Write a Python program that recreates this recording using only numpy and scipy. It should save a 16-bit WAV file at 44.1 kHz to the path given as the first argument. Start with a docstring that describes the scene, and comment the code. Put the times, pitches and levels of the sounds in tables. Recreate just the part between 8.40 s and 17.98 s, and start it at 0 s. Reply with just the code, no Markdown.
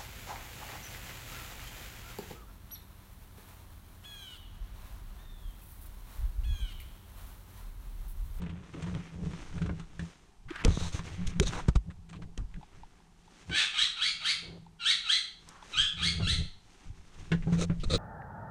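"""A mouse squeals nine times, in three bouts, held by a large lizard in a glass tank in a small hard room.
Each squeal starts as a soft whimper, then shoots up in pitch and breaks into a rasp.
The lizard shuffles over gritty soil and knocks against the hollow tank, which booms.
Fingers bump and rub a hand-held phone close to its microphone, over the faint noise of the room."""
import sys
import numpy as np
from scipy import signal
from scipy.fft import rfft, irfft, next_fast_len
from scipy.io import wavfile
from scipy.ndimage import uniform_filter1d, minimum_filter1d

SR = 44100
rng = np.random.default_rng(int(sys.argv[2]) if len(sys.argv) > 2 else 0)


def to_wav(s):
    """Save 16-bit WAV."""
    ch = np.atleast_2d(s).T  # columns
    pcm = np.round(np.clip(ch, -1, 1) * 32767)  # PCM
    wavfile.write(sys.argv[1], SR, pcm.astype(np.int16))


N = 422478
TIME = np.arange(N) / SR

# The notes the hollow tank rings at. 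Each row: pitch in Hz, width in Hz, gain in dB.
TANK_NOTES = [(125, 26, -18), (168.5, 10.2, 7.5), (289, 46, -10.5), (407.6, 39, -10.5)]
# The tone of a scraping claw. Each row: frequency in Hz, gain in dB.
SCRAPE_TONE = [(120, -27), (350, 15), (700, 4), (1200, 6), (1800, 5.5), (3600, 1), (5000, -6.5), (9000, -3),
               (13000, -89)]
# The hiss of fine grit or sliding skin. Each row: frequency in Hz, gain in dB.
HISS_TONE = [(1000, -5), (2500, -1), (3900, -2), (4800, -5), (6200, -1.5), (7800, -8.5), (9200, -10),
             (10800, -27), (13000, -27), (15000, -45)]


def squeal(t, lead_s, cry_s, low_hz, top_hz, rough, half, tilt_db, opening, rasp_db, climb_s, tire_db):
    """A soft sagging whimper swells, then the mouse pushes: the pitch shoots up and the voice breaks."""
    # How the throat and mouth shape the voice. Each row: frequency in Hz, gain in dB.
    throat = [(700, -30), (1020, -29), (1220, -11), (1700, -11.5), (2100, -9.5), (2600, -4.5), (3250, -4),
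              (4350, -4.5), (5150, -18), (6500, -15), (7600, -20), (8900, -16.5), (10300, -34),
              (11800, -46), (15000, -50)]
    # A piercing ring that the second harmonic sweeps through. Each row: Hz, width in Hz, gain in dB.
    piercing_note = [(3270, 320, 7.5)]
    break_s, rattle_hz, flutter_hz = 0.056, 410, 135
    since_push = t - lead_s
    crying_s = np.maximum(since_push, 0)
    whimper = (np.minimum(since_push, 0) / lead_s) ** 2
    push = 1 - np.exp(-(crying_s / climb_s) ** 1.4)
    # The voice starts husky, clears on the climb and breaks up near the top.
    broken = np.clip(since_push / break_s, 0, 1) ** 2
    harsh = rough * (rough + (1 - rough) * broken) + 0.44 * whimper
    hz = low_hz * (1 + 0.15 * whimper) + (top_hz - low_hz) * push
    hz *= 1 - 0.0388 * (crying_s / cry_s) ** 4  # the pitch gives way as the cry runs out
    hz *= 1 + 0.0575 * harsh * wander(t, 1100) + 0.022 * wander(t, 219.1)
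    # A slower vibration in the throat shakes the vocal folds and smears every harmonic.
    shake = np.sin(phase_of(rattle_hz * (1 + 0.1977 * wander(t, 149.6))))
    phase = phase_of(hz) + 0.95 * rough * harsh * shake
    # A wider mouth lifts the resonances.
    mouth = [(f * opening, db + tilt_db * np.log2(f / 3000)) for f, db in throat]
    # Under strain every other cycle differs, which adds tones halfway between the harmonics.
    harmonic = np.arange(1, 21)[:, None] / 2
    strength = np.where(harmonic % 1, half * (1 + push) / 2, 1) * gain_at(harmonic * hz, mouth)
    # The folds close softly in the whimper, so its overtones are weak.
    soft_db = -14 * (1 - gate(since_push, 1, 0.028, .01)) - 10 * whimper
    strength *= undb(soft_db * np.log2(.5 + harmonic) / 2)
    voice = np.sum(strength * np.sin(harmonic * phase), axis=0)
    rasp = undb(rasp_db + soft_db) * harsh * colour(rng.standard_normal(len(t)), mouth) / 2
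    flicker_db = 5.5 * np.minimum(harsh, .7) * np.tanh(wander(t, 327.6))
    level = undb(flicker_db + tire_db * crying_s / cry_s - 6 * whimper)
    flutter = 1 + 0.4 * broken * np.sin(phase_of(flutter_hz * (1 + 0.255 * wander(t, 95.9))))
    sound = (voice + rasp) * flutter * level * gate(t, lead_s + cry_s, 0.67 * lead_s, 0.058)
    # The narrow ring builds before the voice breaks; then the open mouth rings with the second harmonic.
    pierce = ring(sound * (1 - broken ** 2), piercing_note)
    shrill = ring(sound * broken, [(2 * top_hz, top_hz / 2, 2)])
    return unit(sound + (1 - half) * (pierce + shrill))


def mouse():
    """The mouse cries again and again, each time with its own pitch and roughness."""
    # Each row: start of the climb, whimper length and cry length in seconds, low and top pitch in Hz,
    # level in dB, roughness and half-pitch share from 0 to 1, brightness in dB per octave,
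    # mouth opening as a factor, rasp in dB, climb time in seconds, level change over the cry in dB.
    squeals = [(5.135, 0.04, 0.11, 1456, 1740, -26, 0.65, 0.88, -2, 0.96, 4, 0.015, -7.5),
               (5.368, 0.053, 0.085, 1226, 2075, -26, 0.71, 0.05, 1, 0.94, 1.5, 0.034, -10),
               (5.602, 0.058, 0.099, 1298, 2396, -28.5, 0.58, 0, -1, 1, 0, 0.04, -7),
               (5.837, 0.052, 0.09, 1299, 2298, -28.5, 0.64, 0.43, -1, 1.037, 0.5, 0.037, -2.5),
               (6.442, 0.06, 0.087, 1320, 2110, -25.5, 0.55, 0.03, 0, 0.97, -0.5, 0.037, -3),
               (6.678, 0.053, 0.097, 1274, 2200, -25.5, 0.53, 0, 0.5, 0.98, -7.5, 0.037, -6.5),
               (7.356, 0.046, 0.092, 1268, 1763, -25.5, 0.47, 0.1, 0.5, 0.9, -7, 0.034, -6.5),
               (7.61, 0.061, 0.091, 1236, 2332, -29, 0.6, 0.25, 0, 1, -4, 0.038, -6),
               (7.86, 0.064, 0.097, 1324, 2112, -30.5, 0.34, 0.3, 1.5, 1.012, 2, 0.028, -13.5)]
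    out = np.zeros(N)
    for s, lead_s, cry_s, low_hz, top_hz, db, *timbre in squeals:
        t = TIME[:int((lead_s + cry_s + .02) * SR)]
        add(out, s - lead_s, undb(db) * squeal(t, lead_s, cry_s, low_hz, top_hz, *timbre))
    return out


def shoving_and_swaying():
    """The lizard's shoves boom the tank and shake its stand; the swinging phone adds a low rumble."""
    # Each row: time of the hardest push and length in seconds, relative boom and shudder in dB.
    shoves = [(0.04, 0.072, -35, -38.5), (0.128, 0.16, -40.5, -42.5), (0.462, 0.15, -34.5, -40.5),
              (0.56, 0.087, -31.5, -56), (0.778, 0.13, -39, -67), (0.859, 0.085, -30.5, -40),
              (1.167, 0.043, -35.5, -42), (1.231, 0.1, -31, -34), (1.297, 0.11, -34.5, -34.5),
              (1.629, 0.055, -37, -39.5), (2.298, 0.057, -28, -22.5), (2.436, 0.077, -35, -36.5),
              (2.549, 0.019, -33, -29), (2.763, 0.38, -46.5, -42), (3.06, 0.34, -40.5, -50),
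              (3.491, 0.04, -37.5, -36.5), (3.79, 0.16, -41, -55), (4.182, 0.037, -42, -63),
              (5.113, 0.048, -41.5, -39.5), (6.123, 0.27, -47.5, -59.5), (7.673, 0.16, -36, -38),
              (7.83, 0.14, -33, -28), (7.933, 0.043, -38, -26.5), (8.001, 0.069, -33, -30.5),
              (8.942, 0.04, -24.5, -34.5), (9.182, 0.25, -30.5, -35), (9.54, 0.06, -28, -29.5)]
    # The hand swings the phone. Each row: fastest moment and length in seconds, relative level in dB.
    swings = [(1.1, 0.59, -50), (2.42, 0.42, -45.5), (2.82, 0.11, -38), (3.08, 0.32, -33.5),
              (3.45, 0.34, -47), (3.95, 0.5, -48.5), (7.39, 0.12, -44), (7.87, 0.39, -41),
              (8.51, 0.043, -37.5), (9.03, 0.4, -38.5), (9.52, 0.46, -35)]
    # The tone of the phone's rumble. Each row: frequency in Hz, gain in dB.
    rumble_tone = [(12, 5.5), (27, 5), (50, -6.5), (90, -5), (135, -12), (250, -25.5), (600, -61)]
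    # The low note of the stand. Each row: pitch in Hz, width in Hz, gain in dB.
    stand_note = [(80.6, 27, 0)]
    fidget = undb(6 * np.tanh(wander(TIME, 15)))  # lizard and hand are never quite still
    boom_level = swells([(s, length, db) for s, length, db, _ in shoves]) + undb(-68.5) * fidget
    shudder_level = swells([(s, length, db) for s, length, _, db in shoves])
    sway_level = swells(swings) + undb(-67) * fidget
    rumble = steady(colour(rng.standard_normal(N), rumble_tone))
    sway = rumble * sway_level * undb(1 + 5.5 * wander(TIME, 25))
    pushes = colour(grains(400, 0.96), [(40, 15.0), (120, 2.5), (400, -12.5), (900, -15.5), (3000, -81)])
    boom = steady(ring(pushes, TANK_NOTES))
    shudder = steady(ring(ring(grains(400, 0.42), stand_note), stand_note))
    return sway + undb(-1) * (boom * boom_level + shudder * shudder_level)


def knocking(bite_s=0.00398):
    """A claw taps a hollow spot and scrapes briefly; its push rings the tank."""
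    # Each row: time in seconds, relative scrape level in dB, scrape fade time in seconds,
    # frequency in Hz above which the scrape is dulled, relative boom in dB, hollow pitch in Hz.
    knocks = [(0.019, -34.5, .008, 5970, -45, 950), (0.934, -34, 0.009, 3980, -37.5, 940),
              (1.218, -30, 0.008, 5960, -38, 1340), (1.261, -30.5, 0.0065, 5000, -40, 1310),
              (1.294, -24.5, 0.0066, 1600, -31, 1090), (1.397, -35, 0.008, 8000, -38.5, 1320),
              (1.594, -29, 0.0075, 7100, -34.5, 1760), (2.593, -26, 0.0047, 5000, -35.5, 1090),
              (5.096, -32, 0.0078, 6000, -40.5, 2300), (7.799, -32.5, 0.021, 1200, -30.5, 670),
              (8.918, -16.5, 0.01, 3700, -25.5, 1670), (9.071, -34.5, 0.028, 900, -25, 800),
              (9.123, -32, 0.018, 2000, -21.5, 1330), (9.298, -29.5, 0.014, 1890, -22, 600)]
    scrapes, booms, t = np.zeros(N), np.zeros(N), TIME[:SR // 4]
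    boom = ring(t * np.exp(-t / 0.002), TANK_NOTES)
    boom /= np.abs(boom).max()
    for s, db, fade_s, dull_hz, boom_db, hz in knocks:
        scrape = colour(rng.standard_normal(len(t)), SCRAPE_TONE)
        scrape = signal.lfilter(*signal.butter(2, dull_hz, fs=SR), scrape)
        scrape = unit(scrape + ring(scrape, [(hz, hz * 0.072, 7)])) * np.exp(-t / fade_s)
        tap = np.sin(2 * np.pi * hz * t) * np.exp(-t * hz / 2)
        add(scrapes, s - bite_s / 2, undb(db - 6) * scrape * gate(t, 1, bite_s, .01))
        add(booms, s, undb(db - 10) * tap + undb(boom_db + 4) * boom)
    return echoes(scrapes, glass_db=-15, glass_s=0.11, room_db=-9, room_s=0.13) + booms


def dragging():
    """Scales catch and slip on the soil in scuffs of changing tone; fine grit trickles."""
    # Each row: fastest moment and length in seconds, relative scuff and fine grit levels in dB.
    drags = [(0.064, 0.3, -52, -83), (0.466, 0.39, -50.5, -59), (1.014, 0.55, -51.5, -56.5),
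             (1.66, 0.29, -58.5, -61), (2.277, 0.14, -45, -66), (2.441, 0.13, -61, -45),
             (2.561, 0.049, -42.5, -48), (2.683, 0.16, -50.5, -52.5), (2.864, 0.48, -54, -63),
             (3.134, 0.18, -45, -50.5), (4.36, 0.51, -64, -70), (5.047, 0.34, -60.5, -61.5),
             (7.087, 0.14, -63, -60), (7.315, 0.17, -56.5, -54), (8.38, 0.29, -63.5, -62.5),
             (8.855, 0.54, -59, -61), (9.157, 0.16, -51.5, -54.5), (9.57, 0.19, -54, -49.5)]
    # The tone of a scuff. Each row: frequency in Hz, gain in dB.
    scuff_tone = [(120, 0), (300, 11.5), (600, 1), (1200, 3.5), (2000, 0), (3500, -6), (5000, -25.5),
                  (9000, -52)]
    catch = undb(1.5 * wander(TIME, 35))
    scuff = shifting_tone(colour(grains(1500, 1.15), scuff_tone), depth_db=0.5, rate=22)
    grit = colour(grains(9000, 0.78), HISS_TONE)
    scuff_level = swells([(s, length, db) for s, length, db, _ in drags])
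    grit_level = swells([(s, length, db) for s, length, _, db in drags]) + undb(-88)
    return catch * (scuff * scuff_level + undb(-1) * grit * grit_level)


def sweeping():
    """The lizard's side slides over the soil with a dull swish; long slides start gently."""
    # Each row: start and length in seconds, centre frequency in Hz, level in dB.
    sweeps = [(0.34, 0.07, 313, -47), (0.566, 0.14, 2270, -61.5), (2.081, 0.073, 1490, -48.5),
              (2.147, 0.082, 1530, -45.5), (2.388, .1, 980, -51), (2.659, 0.285, 2140, -58.5),
              (3.12, 0.089, 975, -43), (5.091, 0.074, 284, -48), (6.016, 0.17, 396, -56),
              (7.062, 0.2, 1120, -58), (9.398, 0.032, 3120, -54)]
    out = np.zeros(N)
    for s, length, hz, db in sweeps:
        t = TIME[:int((length + .04) * SR)]
        band = ring(rng.standard_normal(len(t)), [(hz, hz * 0.43, 0)])
        swish = unit(ring(band, [(hz, 2 * hz, 0)]))
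        add(out, s, swish * undb(db + 1.1 * wander(t, 61.5)) * gate(t, length, length / 10, 0.014))
    return out


def scratching(hz=2100):
    """A claw ploughs a few grains, each time with a slightly different ring."""
    # Each row: start in seconds, level at its loudest in dB, seconds to get there.
    scratches = [(0.061, -51, 0.0024), (0.093, -51.5, 0.0058), (0.335, -51, 0.0045), (0.423, -47.5, .004),
                 (0.473, -50, 0.0026), (0.492, -49.5, 0.0026), (0.548, -47, 0.0024), (1.177, -47, 0.0053),
                 (2.105, -38.5, 0.0016), (2.155, -40, 0.0038), (2.237, -41, 0.0045), (3.499, -54, 0.0066),
                 (3.69, -54.5, 0.007), (3.725, -50, 0.0095), (3.753, -57, 0.0074), (3.816, -52, 0.0074),
                 (4.138, -56, 0.0048), (4.159, -57, 0.0034), (9.021, -52, 0.0081)]
    out, t = np.zeros(N), TIME[:SR // 10]
    for s, db, peak_s in scratches:
        grit = colour(rng.standard_normal(len(t)) ** 3, SCRAPE_TONE)
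        ring_hz = hz * np.exp(0.48 * rng.standard_normal())
        grit += ring(grit, [(ring_hz, ring_hz / 2, 6)])
        grit = steady(ring(grit, [(hz, 2 * hz, 0)]), span_s=.006)
        add(out, s, undb(db) * grit * t / peak_s * np.exp(1 - t / peak_s))
    return out


def tapping(contact_s=0.0023):
    """A light touch rings a glass pane of the tank."""
    # Each row: start in seconds, relative level in dB.
    taps = [(4.211, -56), (4.229, -48.5), (4.433, -46.5), (4.602, -61), (4.877, -54.5), (6.264, -52.5),
            (7.226, -44.5)]
    # The notes of the pane. Each row: pitch in Hz, width in Hz, gain in dB.
    pane_notes = [(886, 196, 7), (2300, 780, -7), (3400, 500, -5)]
    out, t = np.zeros(N), TIME[:SR // 10]
    for s, db in taps:
        touch = rng.standard_normal(len(t)) * np.exp(-t / contact_s)
        tap = ring(ring(touch, pane_notes), pane_notes)
        add(out, s, 2 * undb(db) * tap / np.abs(tap).max())
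    return out


def finger_bumps(pad_s=0.00069, flex_hz=150, flex_s=0.0043, thump_lag_s=0.00303):
    """A fingertip lands by the microphone: a click, a dull thud, a flex of the case and a deep thump."""
    # Each row: time in seconds; the thump's dB, Hz and fade in seconds; the click's dB, fade in seconds
    # and brightness in dB per octave; relative thud in dB; softness in seconds; case flex in dB.
    bumps = [(2.249, -13.5, 36.2, 0.042, -18, 0.0018, 2, -25.5, 0.00026, -23),
             (2.2803, -24, 70, 0.0055, -51, .002, -3, -21.5, 0.00033, -30),
             (2.3738, -37, 110, 0.0043, -55, .002, -1, -24, 0.00037, -19.5),
             (2.411, -33, 105, 0.01, -55, .002, -6, -30, 0.00027, -33.5),
             (2.875, -38, 60, 0.015, -37.5, 0.0026, 3, -47, 0.006, -55),
             (2.999, -15.5, 54.6, 0.015, -14, 0.0018, 2, -26.5, 0.00016, -6.5),
             (3.287, -15.5, 53, 0.016, -44, 0.0048, 7, -20.5, 0.0035, -9),
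             (3.359, -10, 50, 0.015, -42.5, 0.0062, 3.5, -23.5, 0.0042, -16),
             (3.978, -28.5, 45.5, 0.065, -38, 0.0021, 0.5, -41, 0.0017, -48),
             (7.089, -83, 60, 0.0037, -41.5, 0.002, 13, -51, 0.00017, -80)]
    # The tone of the click. Each row: frequency in Hz, gain in dB.
    click_tone = [(400, -26), (1500, 6.5), (3400, 12), (4700, 5), (6200, 7), (8000, -1), (10500, -12),
                  (15000, -47)]
    # The tone of the thud. Each row: frequency in Hz, gain in dB.
    thud_tone = [(50, -45), (160, 7.5), (300, 3.5), (460, -6), (680, -13), (1150, -7.5), (2200, -22),
                 (9000, -30.5)]
    out, t = np.zeros(N), TIME[:SR // 4] - .02
    before, after, late = np.minimum(t, 0), np.maximum(t, 0), np.maximum(t - thump_lag_s, 0)
    for s, thump_db, hz, thump_s, click_db, click_s, tilt_db, thud_db, soft_s, flex_db in bumps:
        noise = rng.standard_normal((2, len(t)))
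        onset = np.exp(-(before / soft_s) ** 2)
        thump = -np.sin(2 * np.pi * hz * late) * np.exp(-late / thump_s)
        flex = np.sin(2 * np.pi * flex_hz * after) * np.exp(-after / flex_s)
        tilted_tone = [(f, db + tilt_db * np.log2(f)) for f, db in click_tone]
        click = colour(noise[0], tilted_tone) * np.exp(-after / click_s)
        # Only a hard landing gives the sharp push of the finger pad.
        pad = -undb(3) * np.exp(-(t / pad_s) ** 2) / (1 + soft_s / pad_s / 2)
        thud = pad + undb(-3) * colour(noise[1], thud_tone) * np.exp(-after / (0.38 * thump_s))
        contact = onset * (undb(click_db) * click + undb(thud_db) * thud)
        add(out, s + t[0], undb(thump_db) * thump + undb(flex_db) * flex + contact)
    return out


def finger_rubs(lift_s=0.036):
    """Sliding skin hisses, rasps and rings the phone case."""
    # Each row: start, length and time to full pressure in seconds, then hiss, case ring and rasp in dB.
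    rubs = [(2.267, 0.23, 0.026, -49, -60, -52), (2.517, 0.074, 0.014, -47.5, -60, -65),
            (2.864, 0.048, .01, -52, -62, -72), (3.016, 0.022, 0.013, -40.5, -38, -45),
            (3.043, 0.052, 0.039, -39.5, -63, -42.5), (3.118, 0.093, 0.018, -52.5, -48.5, -60),
            (9.117, 0.032, 0.019, -49.5, -49, -64), (9.157, 0.087, 0.074, -40, -35, -46.5),
            (9.432, 0.014, .007, -49, -33.5, -41), (9.493, 0.072, .018, -42, -33.5, -34)]
    # The notes of the case. Each row: pitch in Hz, width in Hz, gain in dB.
    case_notes = [(497, 94, 4.5), (1280, 100, 4), (2500, 530, 2)]
    # The rasp of skin on the case. Each row: centre in Hz, width in Hz, gain in dB.
    rasp_band = [(3880, 1040, 0)]
    out = np.zeros(N)
    slips = grains(5000, 0.72) * undb(1.1 * wander(TIME, 80))
    hiss = colour(slips + ring(slips, [(6400, 1500, -1)]), HISS_TONE)
    case = colour(ring(slips, case_notes), [(200, 29.5), (4200, -5.5), (9000, 14), (12000, -53)])
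    rasp = unit(ring(ring(slips, rasp_band), rasp_band))
    for s, length, press_s, hiss_db, case_db, rasp_db in rubs:
        near = (TIME > s) & (TIME < s + 2 * length)
        rub = undb(hiss_db) * hiss[near] + undb(case_db) * case[near] + undb(rasp_db) * rasp[near]
        out[near] += rub * gate(TIME[near] - s, length, press_s, lift_s)
    return out


def rising_tones():
    """Short low tones rise in pitch: the brief ones are hollow knocks, the longer ones creaks."""
    # Each row: start and length in seconds, first and last pitch in Hz, peak level in dB.
    tones = [(2.104, 0.018, 302, 358, -32), (2.25, 0.02, 442, 478, -25.5),
             (2.775, 0.077, 172.5, 182, -31.5), (2.94, 0.073, 152, 207, -33),
             (3.005, 0.02, 370, 415, -21.5)]
    out = np.zeros(N)
    for s, length, start_hz, end_hz, db in tones:
        t = TIME[:int(length * SR)]
        add(out, s, undb(db) * np.sin(np.pi * t / length) * signal.chirp(t, start_hz, length, end_hz))
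    return out


def echoes(x, glass_db, glass_s, room_db, room_s, treble_share=1.0):
    """Sound bounces between the panes and around the room, fading 60 dB in glass_s and room_s."""
    t = TIME[:SR * 2 // 3]
    noise = rng.standard_normal((2, len(t)))
    panes = noise[0] * (rng.random(len(t)) < .03) * undb(-60 * t / glass_s) * (t > .001)
    low = signal.sosfiltfilt(signal.butter(2, 4500, fs=SR, output="sos"), noise[1])
    treble = noise[1] - low
    fade_db = -60 * t / room_s
    walls = low * undb(fade_db) + treble * undb(fade_db / treble_share)  # below 1, treble dies sooner
    walls *= gate(t - .005, 1, 0.0027, .01)
    response = undb(glass_db) * panes / np.linalg.norm(panes)
    response += undb(room_db) * walls / np.linalg.norm(walls)
    response[0] += 1  # the direct sound
    return signal.fftconvolve(x, response / np.linalg.norm(response))[:N]


def room_noise():
    """The quiet room gives a faint, steady rumble and hiss."""
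    # Each row: frequency in Hz, gain in dB.
    room_tone = [(15, -50), (25, 10.5), (53, 9.5), (110, -18.5), (178, 4), (297, -12.5), (399, -3.5),
                 (537, -27), (741, -6), (1450, -18), (1660, -18), (5430, -22.5), (8810, -25), (15500, -44)]
    return undb(-63) * colour(rng.standard_normal(N), room_tone)


def undb(db):
    """Turn decibels into a gain."""
    return 10 ** (np.asarray(db) / 20)


def unit(x):
    """Scale x to an average strength (rms) of 1."""
    return x / np.sqrt(np.mean(x ** 2))


def add(track, s, x):
    """Mix x into the track at s seconds."""
    i = max(int(s * SR), 0)
    track[i:i + len(x)] += x[:max(N - i, 0)]


def phase_of(hz):
    """Add up a changing pitch into the angle of its wave."""
    return 2 * np.pi * np.cumsum(hz) / SR


def gain_at(hz, points):
    """Read a gain from a curve of (Hz, dB) points; silent above the last one."""
    f, db = np.transpose(points)
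    return undb(np.interp(np.log(hz + 1e-6), np.log(f), db, right=-np.inf))


def colour(x, points):
    """Shape the tone of x with a curve of (Hz, dB) points, at strength 1."""
    size = next_fast_len(len(x))
    gains = gain_at(np.fft.rfftfreq(size, 1 / SR), points)
    return unit(irfft(rfft(x, size) * gains, size)[:len(x)])


def ring(x, notes):
    """Let x ring at several (Hz, width in Hz, dB) notes at once."""
    return sum(undb(db) * signal.lfilter(*signal.iirpeak(hz, hz / width, SR), x)
               for hz, width, db in notes)


def wander(t, rate):
    """Drift at random by about 1 either way, with rate steps a second."""
    steps = rng.standard_normal(len(t) // 10)
    return 1.145 * np.interp(t * rate, np.arange(len(steps)), steps)


def grains(rate, spread_db):
    """Tiny slips of uneven size, about rate of them a second."""
    hit = rng.random(N) < rate / SR
    return hit * rng.standard_normal(N) * undb(spread_db * np.minimum(rng.exponential(size=N), 4))


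def gate(t, length, rise, fall):
    """Fade in from time 0 and fade out around length."""
    return np.sin(np.pi / 2 * np.clip(t / rise, 0, 1) * np.clip((length - t) / fall + .5, 0, 1)) ** 2


def swells(rows, rise_share=0.49, roundness=1.19):
    """Strength over time of movements (peak time, length, dB) that gather speed and die away."""
    power = np.zeros(N // 64 + 1)
    t = np.linspace(0, N / SR, len(power))
    for s, length, db in rows:
        from_peak = np.maximum((s - t) / rise_share, (t - s) / (1 - rise_share)) / length
        power += (undb(db) * np.exp(-from_peak ** roundness)) ** 2
    return np.interp(TIME, t, np.sqrt(power))


def steady(x, span_s=0.037):
    """Hold x near strength 1 over every short span."""
    power = uniform_filter1d(x ** 2, size=int(span_s * SR))
    return unit(x / np.sqrt(uniform_filter1d(power, size=1024) + np.mean(power) / 20))


def shifting_tone(x, depth_db, rate):
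    """Let each octave of x swell and sink on its own, as the contact changes."""
    size = next_fast_len(N)
    spectrum = rfft(x, size)
    octave = np.log2(np.fft.rfftfreq(size, 1 / SR).clip(250, 8000) / 250)
    bands = (irfft(spectrum * np.maximum(1 - abs(octave - k), 0), size)[:N] for k in range(6))
    return unit(sum(band * undb(depth_db * wander(TIME, rate)) for band in bands))


def scene():
    """Mix the animals in the tank, the hand on the phone and the quiet room into one channel."""
    cries = echoes(mouse(), glass_db=1.5, glass_s=0.021, room_db=3.5, room_s=0.46, treble_share=0.79)
    movement = shoving_and_swaying() + dragging() + sweeping() + knocking() + scratching() + tapping()
    air = room_noise()
    return (undb(-2) * cries + movement + finger_bumps() + finger_rubs() + rising_tones() + air)[None]


def record(dry):
    """The phone's limiter turns down the hardest bumps, and the highest treble is cut."""
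    ceiling, top_hz = .29, 15700
    needed_gain = np.minimum(1, ceiling / (np.abs(dry) + 1e-9))
    gain = uniform_filter1d(minimum_filter1d(needed_gain, size=201), size=201)
    return signal.sosfilt(signal.ellip(8, .2, 70, top_hz, fs=SR, output="sos"), dry * gain)


dry = scene()
out = record(dry)
to_wav(out)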